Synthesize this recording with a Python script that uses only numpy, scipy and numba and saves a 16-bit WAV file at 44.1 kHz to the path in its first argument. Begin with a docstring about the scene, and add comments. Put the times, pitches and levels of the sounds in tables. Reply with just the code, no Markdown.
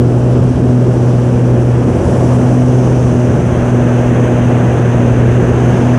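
"""A six-cylinder engine and its propeller drone at governed speed in an aerobatic plane pulling out of a dive.
The drone is a stack of wavering harmonics, made lumpy by weak lines that follow the whole engine cycle.
Propeller wash, exhaust roar and short low booms shake the cabin: coloured noise that pulses or swells.
The slipstream, also coloured noise, rushes louder as speed builds and sets the canopy ringing.
Air hisses through the canopy seal and edge, swelling in slips; a limiter holds the peaks down."""
import sys
import numpy as np
from scipy import signal
from scipy.fft import rfft, irfft, next_fast_len
from scipy.io import wavfile
from scipy.ndimage import uniform_filter1d, minimum_filter1d
from numba import njit

SR = 44100
rng = np.random.default_rng(int(sys.argv[2]) if len(sys.argv) > 2 else 0)


def unload_audio(sound):
    """Save the sound as a 16-bit wav file, at the path given as the first command line argument."""
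    columns = np.transpose(np.atleast_2d(sound))
    # keep every value between -1 and 1, then stretch to whole-number steps
    steps = np.round(np.clip(columns, -1, 1) * 32767)
    wavfile.write(sys.argv[1], SR, steps.astype(np.int16))


N = 263718
TIME = np.arange(N) / SR  # seconds


def undb(db):
    """Turn decibels into gain."""
    return 10 ** (np.asarray(db) / 20)


def unit(x):
    """Scale a sound to an average (rms) strength of 1."""
    return x / np.sqrt(np.mean(x ** 2))


def walk(rate):
    """Wander smoothly at random, with about rate new values a second and an rms of 1."""
    values = rng.standard_normal(8192)
    joined = np.interp(TIME * rate, np.arange(len(values)), values)
    return unit(uniform_filter1d(joined, max(int(SR / rate / 2), 1)))


def swell(middle_s, spread_s):
    """Rise and fall smoothly as a bell curve that reaches 1 in the middle."""
    return np.exp(-((TIME - middle_s) / spread_s) ** 2 / 2)


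def tint(x, colour):
    """Filter a sound so each pitch gets the strength drawn by the colour's points, at rms 1."""
    pitch_hz, level_db = np.transpose(colour)
    size = next_fast_len(N)
    bin_hz = np.maximum(np.arange(size // 2 + 1) * SR / size, 1)
    gain = undb(np.interp(np.log(bin_hz), np.log(pitch_hz), level_db))
    return unit(irfft(rfft(x, size) * gain, size)[:N])


def turbulence(turns, colour, pulsing_db, flutter_db, flutter_rate):
    """Make air noise that swells once per firing and flutters as eddies pass, at rms 1."""
    swell_db = pulsing_db * np.cos(2 * np.pi * turns) + flutter_db * walk(flutter_rate)
    return tint(rng.standard_normal(N) * undb(swell_db), colour)


@njit
def resonate(x, hz, width):
    """Ring like a hollow or panel: a state-variable band-pass whose centre and width can move."""
    out, band, low = np.empty(len(x)), 0., 0.
    for i in range(len(x)):
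        g, damping = np.tan(np.pi * hz[i] / SR), width[i] / hz[i]
        v = (band + g * (x[i] - low)) / (1 + g * (g + damping))
        band, low = 2 * v - band, low + 2 * g * v
        out[i] = damping * v
    return out


def ringing_noise(hz, width_hz):
    """Pass random noise through the same resonance twice, leaving a band round its pitch."""
    hz, width_hz = np.zeros(N) + hz, np.zeros(N) + width_hz
    return resonate(resonate(rng.standard_normal(N), hz, width_hz), hz, width_hz)


# Governed engine speed, joined by straight lines: time_s, firing_rate_hz
ENGINE_SPEED = [(0.0, 121.9), (0.18, 122.3), (0.44, 125), (1.1, 122.7), (1.45, 122.8), (1.7, 122),
                (2.8, 125.8), (3.3, 121.9), (4.2, 121.9), (5.1, 120.5), (5.98, 123.2)]


def engine_speed():
    """Give the firing rate in Hz and the running count of firings, which times every pulse."""
    time_s, rate_hz = np.transpose(ENGINE_SPEED)
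    hz = np.interp(TIME, time_s, rate_hz)
    return hz, np.cumsum(hz) / SR


# Exhaust and blade waves briefly cancel at the octave: middle_s, depth_db
OCTAVE_FADES = [(.26, 5), (1.14, 6.5), (1.67, 6.5), (2.12, 9.5), (2.96, 4), (3.49, 6), (4.82, 4),
                (5.31, 2.5)]
# Harmonics of the firing rate, fundamental first: level_db (before the drone's lift),
# change_db_per_hz of firing rate, change_db at full airspeed, slow_fading_db, share of a gust's dip (ratio)
HARMONICS = [(-11, .35, -0.33, 0.46, 1.0), (-17.5, 0.5, 0.14, 1, 0.18), (-26, -0.7, -4, 3, .3),
             (-30.5, 0.74, -1, 1, .1), (-34, -1.0, 0.8, 1.5, .2)]


def harmonic_levels(hz, speed):
    """Shift each harmonic with engine speed and airspeed, let it wander, and change it in gusts."""
    # the drone's change is 0.57 as long as its gust
    dip_db = sum(depth_db * swell(s, 0.57 * spread_s) for s, spread_s, _, _, depth_db in GUSTS)
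    levels = []
    for level_db, slope, rise_db, fading_db, share in HARMONICS:
        steady_db = level_db + slope * (hz - hz.mean()) + rise_db * speed
        levels.append(steady_db + fading_db * walk(3.515) - share * dip_db)
    levels[1] = levels[1] - sum(depth_db * swell(s, 0.11) for s, depth_db in OCTAVE_FADES)
    return levels


def drone(turns, levels_db, fundamental_lift_db=0.8, overtone_lift_db=1.3, waver_db=1):
    """Add exhaust and blade pressure waves: a firm fundamental, overtones wavering in disturbed air."""
    out = undb(levels_db[0] + fundamental_lift_db) * np.cos(2 * np.pi * turns)
    drift = 0.2 * walk(2)  # radians, shared by all overtones
    for k, level_db in enumerate(levels_db[1:], 2):
        # the cabin walls pass each higher overtone a quarter cycle later
        phase = 2 * np.pi * (k * turns - (k - 2) / 4) + (k - 1) * drift + 0.12 * walk(9)
        out = out + undb(level_db + overtone_lift_db + waver_db * walk(14)) * np.cos(phase)
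    return np.sqrt(2) * out  # a cosine of rms 1


# Weak lines from unequal cylinders and the top of the exhaust note:
# multiple of the two-turn engine cycle (count), level_db
CYCLE_LINES = [(2, -40.5), (3, -33), (8, -27), (9, -32), (14, -48.5), (27, -36), (36, -47.5), (42, -41.5)]


def throb(turns, cylinders=6, waver_db=0.5):
    """Make the drone lumpy with wavering lines at multiples of the whole engine cycle's rate."""
    out = 0
    for k, level_db in CYCLE_LINES:
        phase = 2 * np.pi * (round(k) * turns / cylinders + rng.random()) + 0.5 * walk(4.024)
        out = out + undb(level_db + waver_db * walk(5)) * np.cos(phase)
    return np.sqrt(2) * out


# Each air noise below sets its level in dB from a steady strength, a change with airspeed
# and, for all but the buffeting, changes in slips.

# Colour of the propeller wash: pitch_hz, level_db (relative)
BUFFET_COLOUR = [(15, -30), (28, -13), (45, -8.5), (75, 1), (160, -1), (230, -1), (285, -3.5), (345, -0.5),
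                 (480, -6), (650, -12.5), (900, -22.5), (1150, -24.5), (1500, -28), (4000, -79)]


def buffeting(turns, speed):
    """Propeller wash drums on the fuselage, hardest as each blade's wake arrives."""
    air = turbulence(turns, BUFFET_COLOUR, pulsing_db=0.35, flutter_db=0.94, flutter_rate=9.6)
    return air * undb(-18.5 + 3.5 + 1.88 * speed)


# Colour of the exhaust and wash roar: pitch_hz, level_db (relative)
ROAR_COLOUR = [(300, -12.5), (550, 5), (690, 5), (850, 0), (1100, -3.5), (1350, -11.5), (2000, -29),
               (4000, -51)]


def roar(turns, speed, spill_db):
    """The rough middle of the exhaust and wash, a quarter cycle behind each pressure peak."""
    air = turbulence(turns - 1 / 4, ROAR_COLOUR, pulsing_db=0.9, flutter_db=0.5, flutter_rate=35)
    return air * undb(-31.5 - 0.5 + 7.5 * speed + spill_db)


# Colour of the air over the canopy: pitch_hz, level_db (relative)
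SLIPSTREAM_COLOUR = [(700, -26), (1250, -0.5), (1600, 2), (2100, -4.5), (2750, -5), (3300, -11.5),
                     (3900, -21.5), (4800, -30.5), (8000, -45)]


def slipstream(turns, speed, spill_db):
    """Eddies rush over the canopy, louder with airspeed, and set it ringing."""
    air = turbulence(turns - 1 / 4, SLIPSTREAM_COLOUR, pulsing_db=1.0, flutter_db=0.67, flutter_rate=60)
    flow_db = -40.5 + 10.5 * speed + spill_db
    return air * undb(flow_db - 0.63) + canopy(flow_db)


def canopy(flow_db, panel_hz=1600, width_hz=420, growth=2.25):
    """Ring noise in a canopy resonance that stands out more as the slipstream strengthens."""
    strongest_db = flow_db.max()
    ring_db = strongest_db - 6.5 + growth * (flow_db - strongest_db)
    return unit(ringing_noise(panel_hz, width_hz)) * undb(ring_db)


# Colour of the air inside the cockpit: pitch_hz, level_db (relative)
DRAUGHT_COLOUR = [(1200, -15), (2200, 4.5), (3000, 8), (3600, 2), (4300, -1), (5200, 2.5), (6000, 1),
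                  (8000, -29)]


def draught(turns, speed, spill_db):
    """Air spills into the cockpit in swells as the plane slips."""
    air = turbulence(turns, DRAUGHT_COLOUR, pulsing_db=0.5, flutter_db=0.9, flutter_rate=50)
    return air * undb(-52.5 + 6.5 - 2.3 * speed + spill_db)


def seal_whistle(speed, spill_db):
    """Air rings the gap in the seal: a broad hiss that narrows and rises as airspeed builds."""
    hz = np.interp(speed ** 2, (0, 1), (5900, 6220))
    width_hz = np.interp(speed, (0, 1), (1800, 1100))  # of each of the two filter passes
    # a narrower band lets less noise through, so even out its strength
    hiss = unit(ringing_noise(hz, width_hz) / np.sqrt(width_hz))
    return hiss * undb(-51 + 0.35 + 6.6 * speed + spill_db)


# Colour of the thin canopy-edge hiss: pitch_hz, level_db (relative)
LEAK_COLOUR = [(4000, -11), (5500, -3.5), (7000, 4), (8500, 3), (10300, -1.5), (11300, -10), (12000, -17.5),
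               (13000, -21), (14000, -23), (15000, -26)]


def leak(turns, speed, spill_db):
    """A thin hiss of air round the canopy edge, pulsing with the engine."""
    air = turbulence(turns, LEAK_COLOUR, pulsing_db=0.7, flutter_db=0.7, flutter_rate=75)
    return air * undb(-51 + 2.5 + 1 * speed + spill_db)


# The plane slips and air spills in: middle_s, spread_s,
# then the rise of roar_db, slipstream_db, draught_db, seal_whistle_db, leak_db
SLIPS = [(0.383, 0.12, 3, 0.15, 3, 1.2, 0.54), (1.1, .17, 1.7, -0.51, 4, 1.3, 1.5),
         (2.238, 0.25, 6, 0.56, 3.6, 3.2, 5.4), (2.893, 0.29, 1, -2.33, 3.6, 4.2, 2.2),
         (3.85, 0.35, 1.5, 0.5, 0, 1.1, 1.7), (5.9, 0.23, 3.5, 0.5, 6.5, 2.13, 1.795)]


def slip_rises():
    """Raise and lower roar, slipstream, draught, seal whistle and leak in dB in slips, one row each."""
    return sum(np.outer(rises_db, swell(s, spread_s)) for s, spread_s, *rises_db in SLIPS)


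# Rough air booms in the fuselage and breaks up the drone:
# middle_s, spread_s, pitch_hz, level_db at the middle, drone_dip_db (negative lifts the drone)
GUSTS = [(.55, 0.16, 81, -20, 1.5), (0.574, 0.085, 265, -19, 6), (2.04, 0.2, 80.6, -18.5, 7.5),
         (2.14, .13, 171, -20, -1.5), (3.396, .085, 158, -15, 5), (3.548, 0.13, 74.4, -21, 4.5),
         (5.22, .1, 67.5, -25, -1)]


def gusts(width_hz=45):
    """Rough air makes short swells of low boom, each a narrow band of noise."""
    out = 0
    for s, spread_s, pitch_hz, level_db, _ in GUSTS:
        boom = unit(ringing_noise(pitch_hz, width_hz))
        out = out + boom * undb(level_db) * swell(s, spread_s)
    return out


def scene():
    """Add engine and air, all heard from one point in the cockpit."""
    hz, turns = engine_speed()
    # share of the airspeed the dive adds: builds evenly for 4.26 s, then holds
    speed = np.minimum(TIME / 4.26, 1)
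    roar_rise, stream_rise, draught_rise, seal_rise, leak_rise = slip_rises()
    engine = drone(turns, harmonic_levels(hz, speed)) + throb(turns)
    wash = buffeting(turns, speed) + roar(turns, speed, roar_rise) + gusts()
    rush = slipstream(turns, speed, stream_rise) + draught(turns, speed, draught_rise)
    hiss = seal_whistle(speed, seal_rise) + leak(turns, speed, leak_rise)
    return (engine + wash + rush + hiss)[None]


def limiter(x, ceiling=0.93, hold_s=0.012):
    """Look ahead and turn the gain down smoothly round each peak that would pass the ceiling."""
    size = int(hold_s * SR)
    gain = np.minimum(1, ceiling / (np.abs(x) + 1e-9))
    return x * uniform_filter1d(minimum_filter1d(gain, size), size)


def record(dry):
    """Limit the peaks as a small camera does, then cut steeply above 14800 Hz."""
    top_cut = signal.ellip(8, 0.2, 70, 14800, fs=SR, output="sos")
    return signal.sosfilt(top_cut, limiter(dry))


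dry = scene()
out = record(dry)
unload_audio(out)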